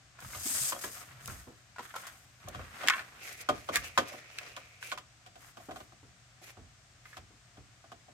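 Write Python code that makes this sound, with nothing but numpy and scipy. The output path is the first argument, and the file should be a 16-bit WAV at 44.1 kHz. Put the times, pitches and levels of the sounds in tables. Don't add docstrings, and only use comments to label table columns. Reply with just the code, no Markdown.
import sys
import numpy as np
from scipy import signal
from scipy.fft import rfft, irfft, next_fast_len
from scipy.io import wavfile

SR = 44100
rng = np.random.default_rng(int(sys.argv[2]) if len(sys.argv) > 2 else 0)


def pcm_store(signal):
    levels = np.round(np.clip(np.atleast_2d(signal), -1, 1) * 32767)
    wavfile.write(sys.argv[1], SR, levels.astype(np.int16).T)


N = 358522
TIME = np.arange(N) / SR
AGE = TIME[:SR // 3]


def from_db(db):
    return 10 ** (np.asarray(db) / 20)


def rms_one(x):
    return x / np.sqrt(np.mean(x ** 2) + 1e-20)


def at_hz(points, hz):
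    known_hz, values = np.transpose(points)
    return np.interp(np.log(np.maximum(hz, 1)), np.log(known_hz), values)


def add(track, s, sound):
    start = max(round(s * SR), 0)
    track[:, start:start + sound.shape[1]] += sound[:, :N - start]


def drift(rate):
    knots = rng.standard_normal(N // 20)
    return rms_one(np.interp(TIME * rate, np.arange(len(knots)), knots))


def dying(t60):
    return from_db(-60 * AGE / t60)


def along(curve):
    s, db = np.transpose(curve)
    return from_db(np.interp(TIME, s, db)) * (TIME > s[0]) * (TIME < s[-1])


def strokes(table, edge_s, stop_s, swell_db):
    start, end, db = np.transpose(table)[:, :, None]
    s = TIME[::40]
    starting = np.clip((s - start) / edge_s + .5, 0, 1)
    moving = starting / (1 + (np.maximum(s - end, 0) / stop_s) ** 2)
    progress = np.clip((s - start) / np.maximum(end - start, edge_s), 0, 1)
    gain = np.linalg.norm(moving * from_db(db + swell_db * progress), axis=0)
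    return np.interp(TIME, s, gain)


def with_rebound(s, db, after_s, loss_db):
    return [(s, db), (s + after_s * rng.uniform(.8, 1.2), db + loss_db)]


def placed(x, left_db, lag_s):
    left, right = x * from_db([[left_db / 2], [-left_db / 2]])
    return np.array([np.roll(left, round(lag_s * SR)), right])


# (frequency [Hz], left-right correlation [-1 to 1])
STEREO_LIKENESS = [(60, 0.77), (250, 0.98), (700, 0.64), (1500, 0.14), (3000, 0.036)]


def coloured(white, spectrum):
    length = white.shape[1]
    size = next_fast_len(length)
    hz = np.maximum(np.fft.rfftfreq(size, 1 / SR), 1)
    skirts = np.minimum(1, np.minimum(hz / spectrum[0][0], spectrum[-1][0] / hz)) ** 4
    mid, side = rfft(white, size) * from_db(at_hz(spectrum, hz)) * skirts
    alike = np.clip(at_hz(STEREO_LIKENESS, hz), -1, 1)
    mid, side = mid * np.sqrt(1 + alike), side * np.sqrt(1 - alike)
    return rms_one(irfft([mid + side, mid - side], size)[:, :length])


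def noise(spectrum, size):
    return coloured(rng.standard_normal((2, size)), spectrum)


def slips(per_s, grain_db):
    sizes = from_db(grain_db * np.minimum(rng.exponential(1, N), 3))
    happens = rng.random(N) < per_s / SR
    return rms_one(happens * sizes * rng.choice([-1, 1], (2, N)))


def friction(spectrum, per_s, grain_db, smooth, flutter_db, flutter_rate):
    rubbing = coloured(slips(per_s, grain_db) + smooth * rng.standard_normal((2, N)), spectrum)
    return rms_one(rubbing * from_db(flutter_db * drift(flutter_rate)))


def resonance(hz, width_hz):
    lowpass = signal.butter(2, width_hz / 2, fs=SR, output="sos")
    a, b = signal.sosfilt(lowpass, rng.standard_normal((2, 2, N)))
    angle = 2 * np.pi * np.cumsum(hz) / SR
    return rms_one(a * np.cos(angle) + b * np.sin(angle))


def ring(modes, upper_db, rise_s, vary_db, spread, detune):
    hz, db, t60 = np.transpose(modes)[:, :, None]
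    strength, turn, phase, shift = rng.standard_normal((4, len(modes), 1))
    upper = np.clip(2 * np.log2(hz / 720), 0, 1)
    swing = from_db(db + vary_db * strength + upper_db * upper) * dying(t60)
    swing = swing * (1 - np.exp(-AGE * (hz / 1000) ** 2 / rise_s))
    angle = 2 * np.pi * hz * (1 + detune * shift) * AGE + np.pi * phase
    ears = [swing * np.sin(angle + side * spread * turn) for side in (1, -1)]
    return np.sum(ears, axis=1) / np.sqrt(np.sum(from_db(db) ** 2))


# (frequency [Hz], density [dB per Hz])
CRACK_SPECTRUM = [(1000, 9.5), (3500, 4.5), (4700, 0), (7500, -2.5), (10000, -12), (12500, -10.5),
                  (16000, -26)]


def crack(contact_s, tail_db, tail_t60):
    release = np.exp(-AGE / contact_s)
    snap = np.sqrt(release * .001 / contact_s)
    return noise(CRACK_SPECTRUM, len(AGE)) * (1 - release) * (snap + from_db(tail_db) * dying(tail_t60))


def crinkle(modes, per_s, grain_db):
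    body = ring(modes, 0, rise_s=.0006, vary_db=1, spread=.4, detune=.02)
    return rms_one(signal.fftconvolve(slips(per_s, grain_db)[:1], body, axes=1)[:, :N])


# (frequency [Hz], density [dB per Hz])
ROOM_AIR = [(45, -4), (125, -2.5), (180, -11.5), (300, -17.5), (480, -22), (730, -11.5), (860, -21),
            (1200, -14.5), (1600, -14), (4000, -19.5), (5500, -21.5)]
MIC_HISS = [(3000, -44), (4500, -5), (6500, 1), (8400, -0.5), (9400, -14), (12000, -14), (15000, -28)]
# (frequency [Hz], rms level [dB])
MAINS_HUM = [(120, -69.5)]


def background():
    hum = sum(from_db(db) * np.sqrt(2) * np.sin(2 * np.pi * hz * TIME) for hz, db in MAINS_HUM)
    air = from_db(-62) * noise(ROOM_AIR, N) + from_db(-68.5) * noise(MIC_HISS, N)
    return placed(air + hum, left_db=2.0, lag_s=0)


# (time [s], hiss level [dB])
CARD_SWEEP = [(0.15, -100), (0.214, -58.5), (0.426, -45.5), (0.458, -39), (0.602, -37), (0.698, -38),
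              (0.766, -54.5), (0.852, -43.5), (0.91, -54), (0.926, -49), (1.028, -56.5), (1.044, -61),
              (1.22, -73.5)]
# (time [s], rustle level [dB])
SHEET_LAYING = [(2.4, -65), (2.59, -54), (2.7, -54.5), (2.87, -44.5), (3.0, -45), (3.04, -55), (3.2, -58.5)]
# (start [s], end [s], level [dB])
CARD_NUDGES = [(1.26, 1.39, -50.5), (5.42, 5.49, -62.5), (5.6, 5.66, -61), (5.73, 5.84, -61)]
# (start [s], end [s], level [dB])
STRIP_BENDS = [(1.2, 1.58, -68.5), (1.82, 1.905, -53), (1.97, 2.09, -50), (2.74, 2.87, -71)]
# (frequency [Hz], density [dB per Hz])
FACE_HISS = [(1200, -47), (2000, -14.5), (4300, -10.5), (5300, -3.5), (5830, -11.5), (6400, 0),
             (7380, -7.5), (8120, -0.5), (9920, -9.5), (12000, -4.5), (14800, -13.5), (16000, -20)]
SHEET_RUSTLE = [(180, -5.5), (430, -8), (730, 0), (880, -5), (1250, 4), (1900, 1), (2600, -3.5),
                (3500, -8.5), (6500, -18.5)]
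RUSTLE_DB, RUSTLE_FOLLOWS = -39.5, 0.29
LOOSE_HISS_DB, BEND_HISS_DB = -13.5, -5.5
SWISH_HZ, SWISH_WIDTH_HZ, SWISH_DB, SWISH_SAG = 8380, 1700, -35, .12


def sliding_card():
    sweep, laying = along(CARD_SWEEP), along(SHEET_LAYING)
    nudges = strokes(CARD_NUDGES, edge_s=0.12, stop_s=0.037, swell_db=-8.5)
    nudges = nudges * from_db(2.0 * drift(22))
    bends = strokes(STRIP_BENDS, edge_s=0.026, stop_s=0.11, swell_db=-7.0)

    hiss_gain = sweep + nudges + from_db(LOOSE_HISS_DB) * laying + from_db(BEND_HISS_DB) * bends
    hiss = hiss_gain * friction(FACE_HISS, per_s=4600, grain_db=2.0, smooth=0.49,
                                flutter_db=1.1, flutter_rate=150)

    speed = sweep / sweep.max()
    swish_hz = SWISH_HZ * (1 - SWISH_SAG * (1 - speed))
    swish = from_db(SWISH_DB) * speed ** 2.5 * resonance(swish_hz, SWISH_WIDTH_HZ)

    sweep_rustle = from_db(RUSTLE_DB) * sweep ** RUSTLE_FOLLOWS
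    rustle_gain = sweep_rustle + from_db(1) * nudges + laying + from_db(-3.5) * bends
    rustle = rustle_gain * friction(SHEET_RUSTLE, per_s=430, grain_db=1.0, smooth=1.0,
                                    flutter_db=2.0, flutter_rate=58)

    face = placed(from_db(3.5) * hiss + swish, left_db=3.0, lag_s=-.00014)
    return face + from_db(2.0) * placed(rustle, left_db=0.3, lag_s=-.00005)


# (time [s], level [dB], pitch [multiple of modes])
CARD_POPS = [(0.189, -42, 1.1), (0.247, -39, 1.0), (0.334, -38.5, 1.6), (0.84, -31.5, 1.4),
             (1.281, -35.5, 1.15), (1.298, -38, 1.05), (1.761, -40.5, 1.1), (1.7832, -33.5, 1.25),
             (1.792, -30.5, .8), (1.805, -39, .85), (1.9408, -35.5, 1.1), (1.9531, -34, .85),
             (1.963, -29.5, 1.0), (2.036, -43, 1.25), (2.05, -45, 1.25), (2.07, -40, 1.15)]
# (time [s], level [dB], t60 [s])
EDGE_FLICKS = [(0.204, -44, 0.017), (1.2588, -31, 0.0058), (1.276, -34.5, 0.021), (1.96, -41, 0.056),
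               (2.068, -43, 0.093), (2.485, -39.5, 0.034), (3.757, -20.5, .025)]
# (frequency [Hz], level [dB], t60 [s])
CARD_BODY = [(614, -2.5, 0.067), (930, 10, 0.021), (1221, 7.5, 0.061), (1565, 0.5, 0.079), (1744, 1, 0.022),
             (2190, -5.5, 0.061)]
# (frequency [Hz], density [dB per Hz])
EDGE_SPECTRUM = [(3000, 2), (5000, 1.5), (6500, 5), (8000, 3), (10000, 0), (11700, 2), (16000, -10)]


def card_flaps():
    out = np.zeros((2, N))
    for s, db, pitch in CARD_POPS:
        modes = [(hz * pitch, level, t60) for hz, level, t60 in CARD_BODY]
        body = ring(modes, 0, rise_s=0.0003, vary_db=0.0, spread=0.4, detune=0.06)
        snap = crack(contact_s=0.0019, tail_db=-13, tail_t60=0.18)
        add(out, s, from_db(db + 1.0) * body + from_db(db - 7) * snap)
    for s, db, t60 in EDGE_FLICKS:
        add(out, s, from_db(db) * noise(EDGE_SPECTRUM, len(AGE)) * dying(t60))
    return placed(out, left_db=1.0, lag_s=-.00003)


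# (time [s], thud level [dB], low push over thud [dB]); the push is the hand's weight,
# or early on air swung by the card
HAND_LANDINGS = [(0.222, -65, 18), (0.355, -61.5, 13), (0.841, -46, -10), (1.278, -49.5, 7.5),
                 (1.472, -48, -23), (1.787, -50.5, -14), (2.444, -61, 12.5), (2.55, -56.5, 15),
                 (2.59, -53, -2), (3.503, -43, -3.5), (3.76, -57, 12.5), (5.686, -43.5, -10.5),
                 (6.029, -57, -0.5), (6.574, -53.5, 2.5), (7.176, -58, 4), (7.305, -60.5, -1),
                 (7.577, -55.5, 5)]
# (frequency [Hz], density [dB per Hz])
TABLE_THUD = [(60, -17), (110, -6), (180, -11.5), (280, -2.5), (420, -6.5), (700, -13.5), (1500, -18.5)]
LOW_PUSH = [(30, -4), (54, 1.5), (95, 5), (140, -4), (250, -11.5), (600, -41)]


def hand_bumps():
    out = np.zeros((2, N))
    for s, db, weight_db in HAND_LANDINGS:
        thud = noise(TABLE_THUD, len(AGE)) * (dying(0.25) - dying(0.0022))
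        push = noise(LOW_PUSH, len(AGE)) * (dying(0.46) - dying(0.027))
        add(out, s, from_db(db) * (thud + from_db(weight_db) * push))
    return placed(out, left_db=-0.5, lag_s=.00009)


# (time [s], level [dB], hardness as boost of upper modes [dB])
TABLE_KNOCKS = [(0.347, -47, 7.5), (0.722, -36.5, 5.5), (0.841, -40, 3.5), (2.473, -38.5, -5),
                (2.547, -42, 4), (2.592, -42, -2), (2.833, -33.5, 1.5), (3.488, -20.5, 1.5),
                (3.688, -28, 0.5), (3.9757, -20.5, 5), (4.111, -42.5, -11), (4.136, -40.5, -9),
                (4.465, -52.5, -11), (4.568, -46, 6), (4.921, -39.5, 7), (4.975, -48.5, 9),
                (5.262, -53, 6.5), (5.355, -47.5, 3), (5.57, -44.5, 3), (5.598, -48.5, 1),
                (5.689, -41.5, -2), (5.709, -40, 2.5), (5.759, -43.5, 4.5), (5.803, -43.5, 2.5),
                (5.921, -53.5, 2.5), (6.414, -51, -11.5), (6.57, -51.5, 2), (7.168, -46, 6.5),
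                (7.571, -52, 2), (7.841, -52.5, 1), (7.917, -45, 3.5), (8.082, -48, -2)]
# (frequency [Hz], level [dB], t60 [s], change while a hand lies flat on it [dB])
BASE_BODY = [(210, -24, 0.1, 3), (243.6, -29, 0.22, 14), (345.3, -20, 0.075, 19.5),
             (539.6, -5.5, 0.099, -4.5), (599, -3, 0.095, -1), (672, -13, 0.14, 11), (742, -4, 0.086, 8),
             (1010, -4.5, 0.048, -17), (1084, 2, 0.025, -1), (1208, -1, 0.049, -1.5),
             (1484, -8.5, 0.056, 2.5), (1582, -18.5, 0.051, 6.5), (3194, -13, 0.086, -2)]
HAND_DOWN_S, HAND_DAMPING = 5.2, 0.73
KNOCK_CRACK_DB, CRACK_PER_HARDNESS, KNOCK_THUD_DB = -7, 2.45, -12


def base_knocks():
    out = np.zeros((2, N))
    for start, knock_db, upper_db in TABLE_KNOCKS:
        held = start > HAND_DOWN_S
        modes = [(hz, level + hand_db * held, t60 * HAND_DAMPING ** held)
                 for hz, level, t60, hand_db in BASE_BODY]
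        chatter = from_db(1.63 * drift(290)[:len(AGE)])
        crack_db = KNOCK_CRACK_DB + CRACK_PER_HARDNESS * upper_db
        for s, db in with_rebound(start, knock_db, after_s=.007, loss_db=-4):
            body = ring(modes, upper_db, rise_s=0.0012, vary_db=-0.04, spread=0.33, detune=0.0087) * chatter
            snap = crack(contact_s=0.0016, tail_db=-13.0, tail_t60=0.12)
            thud = noise(TABLE_THUD, len(AGE)) * (dying(0.21) - dying(0.033))
            blow = from_db(6.0) * body + from_db(crack_db) * snap + from_db(KNOCK_THUD_DB) * thud
            add(out, s, from_db(db) * blow)
    return placed(out, left_db=0.0, lag_s=0.00019)


# (start [s], end [s], level [dB], mean judder rate [Hz])
SKIN_DRAGS = [(0.455, 0.462, -43, 293), (0.502, 0.525, -49, 185.7), (0.547, 0.629, -50.5, 135.8),
              (1.077, 1.27, -55.5, 126.6)]


def dragging_hand():
    out = 0
    for start, end, db, hz in SKIN_DRAGS:
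        cycles = np.cumsum(hz * (1 + 0.21 * drift(130))) / SR
        gain = strokes([(start, end, db)], edge_s=.008, stop_s=0.0094, swell_db=1.5)
        out = out + gain * np.sin(2 * np.pi * cycles)
    return out * from_db(2 * drift(58.5))


# (start [s], end [s], level [dB])
CORNER_SCUFFS = [(0.645, 0.69, -50), (0.75, 0.79, -49)]


def rattling_base():
    scuffs = strokes(CORNER_SCUFFS, edge_s=0.015, stop_s=0.008, swell_db=-6)
    pushing = from_db(-9) * along(CARD_FEED) + scuffs
    return pushing * crinkle([mode[:-1] for mode in BASE_BODY], per_s=150, grain_db=7.5)


# (frequency [Hz], density [dB per Hz])
STRIP_CREAK = [(900, -12), (1550, 2), (2100, -3.5), (2700, -14.5), (3400, -6.5), (4200, -19)]


def flexing_card():
    steps = friction(STRIP_CREAK, per_s=420, grain_db=-0.5, smooth=0.62, flutter_db=5, flutter_rate=56)
    return from_db(-2.5) * steps * strokes(STRIP_BENDS, edge_s=0.023, stop_s=0.017, swell_db=5.5)


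# (time [s], level [dB], contact time [s])
GUIDE_CLACKS = [(2.874, -17, 0.00026), (2.8843, -9, 0.00035), (2.8984, -9, 0.00062), (2.903, -10.5, 0.0018),
                (2.9226, -17, 0.0038), (2.935, -12.5, 0.0035), (2.946, -27, .003), (2.982, -28, 0.0022),
                (2.993, -27, .0015), (3.7576, -15, 0.00043), (3.762, -19.5, 0.00086), (3.766, -17, .0016),
                (4.386, -27, 0.00027), (4.565, -30.5, 0.0003), (4.8268, -31, 0.00039),
                (4.917, -24, 0.00062), (7.055, -38, 0.0012), (7.131, -38.5, .002), (7.142, -41, .002)]
# (frequency [Hz], level [dB], t60 [s])
ARM_BODY = [(1070, -6, 0.083), (1280, -2, 0.058), (1522, 2, 0.074), (1720, 3, 0.058), (2114, 0, 0.041),
            (2230, -5, 0.055), (2595, -6.5, 0.065), (3340, -11, 0.04), (4260, -10, 0.029)]
THINNING_CYCLES = 0.53
SOFTENING_DB_PER_OCTAVE = -3
CLACK_CRACK_DB = -11.5


def arm_clacks():
    out = np.zeros((2, N))
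    for start, clack_db, contact_s in GUIDE_CLACKS:
        thinning_hz = np.clip(THINNING_CYCLES / contact_s, 200, 4000)
        thinning = signal.butter(2, thinning_hz, "high", fs=SR, output="sos")
        tilt_db = SOFTENING_DB_PER_OCTAVE * np.log10(contact_s / .001)
        modes = [(hz, level + tilt_db * np.log2(hz / 1500), t60) for hz, level, t60 in ARM_BODY]
        sharpness = .001 / contact_s
        for s, db in with_rebound(start, clack_db, after_s=.004, loss_db=-10):
            body = ring(modes, 0, rise_s=contact_s, vary_db=6, spread=0.26, detune=0.0373)
            body = body * (1 + 2.65 * dying(0.0054))
            snap = crack(contact_s, tail_db=-9.0, tail_t60=0.029)
            clack = from_db(db - 10.5) * body + from_db(db + CLACK_CRACK_DB) * sharpness * snap
            add(out, s, signal.sosfilt(thinning, clack))
    return placed(out, left_db=-1.0, lag_s=.00009)


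# (time [s], scrape level [dB])
CARD_FEED = [(3.2, -75), (3.58, -53), (3.66, -62), (3.81, -52.5), (3.95, -60), (4.09, -49.5), (4.27, -62.5),
             (4.42, -52), (4.8, -69.5)]
# (start [s], end [s], level [dB])
EDGE_SHOVES = [(3.21, 3.345, -51.5), (3.26, 3.29, -50), (3.39, 3.41, -48), (3.74, 3.765, -35.5),
               (3.84, 3.87, -46.5), (4.825, 4.915, -50.5), (6.43, 6.51, -57.5), (7.06, 7.17, -62.5)]
# (time [s], resonance level [dB])
RAIL_SONG = [(3.15, -65), (3.66, -65), (3.88, -58.5), (4.45, -57.5), (4.95, -66)]
# (frequency [Hz], density [dB per Hz])
ARM_SCRAPE = [(300, -8), (700, -3.5), (900, -11.5), (1300, -3), (2400, -1.5), (3300, -9), (6000, -10.5)]
FEED_HISS_DB, DULLING_DB_PER_S = -7, 2
RAIL_HZ, RAIL_WIDTH_HZ, RAIL_WANDER = 2250, 620, .09


def fed_card():
    feed = along(CARD_FEED)
    shoves = strokes(EDGE_SHOVES, edge_s=0.048, stop_s=0.015, swell_db=-4.0)
    first_s, last_s = CARD_FEED[0][0], CARD_FEED[-1][0]
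    dulling = from_db(-DULLING_DB_PER_S * np.clip(TIME - first_s, 0, last_s - first_s))

    hiss_gain = dulling * np.hypot(from_db(FEED_HISS_DB) * feed, shoves)
    hiss = hiss_gain * friction(EDGE_SPECTRUM, per_s=8800, grain_db=6, smooth=0.7,
                                flutter_db=3.5, flutter_rate=70)
    scrape = np.hypot(feed, shoves) * friction(ARM_SCRAPE, per_s=310, grain_db=1, smooth=1.0,
                                               flutter_db=2.5, flutter_rate=90)

    rail_hz = RAIL_HZ * (1 + RAIL_WANDER * drift(14))
    rail_gain = along(RAIL_SONG) + shoves
    rail = rail_gain * resonance(rail_hz, RAIL_WIDTH_HZ)
    return placed(from_db(3.5) * hiss + from_db(2.0) * scrape + rail, left_db=0, lag_s=.00006)


# (frequency [Hz], t60 [s])
ROOM_DECAY = [(150, 0.33), (2500, 0.24), (8000, 0.061), (15000, 0.031)]


def room(x, wet_db):
    size = next_fast_len(N + len(AGE))
    edges = np.geomspace(80, 16000, 8)
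    tail = 0
    for low, high in zip(edges, edges[1:]):
        bandpass = signal.butter(2, [low, high], "band", fs=SR, output="sos")
        band = signal.sosfilt(bandpass, rng.standard_normal((2, len(AGE))))
        tail = tail + band * dying(at_hz(ROOM_DECAY, np.sqrt(low * high)))
    tail = rms_one(tail * (1 - dying(0.008))) / np.sqrt(len(AGE))
    reflections = irfft(rfft(x, size) * rfft(tail, size), size)[:, :N]
    return x + from_db(wet_db) * reflections


def scene():
    card = sliding_card() + card_flaps() + flexing_card() + fed_card()
    table = card + hand_bumps() + base_knocks() + dragging_hand() + rattling_base() + arm_clacks()
    return room(table, wet_db=-18) + background()


def record(dry):
    thinned = signal.sosfilt(signal.butter(6, 42, "high", fs=SR, output="sos"), dry)
    return signal.sosfilt(signal.ellip(10, .1, 80, 15900, fs=SR, output="sos"), thinned)


dry = scene()
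out = record(dry)
pcm_store(out)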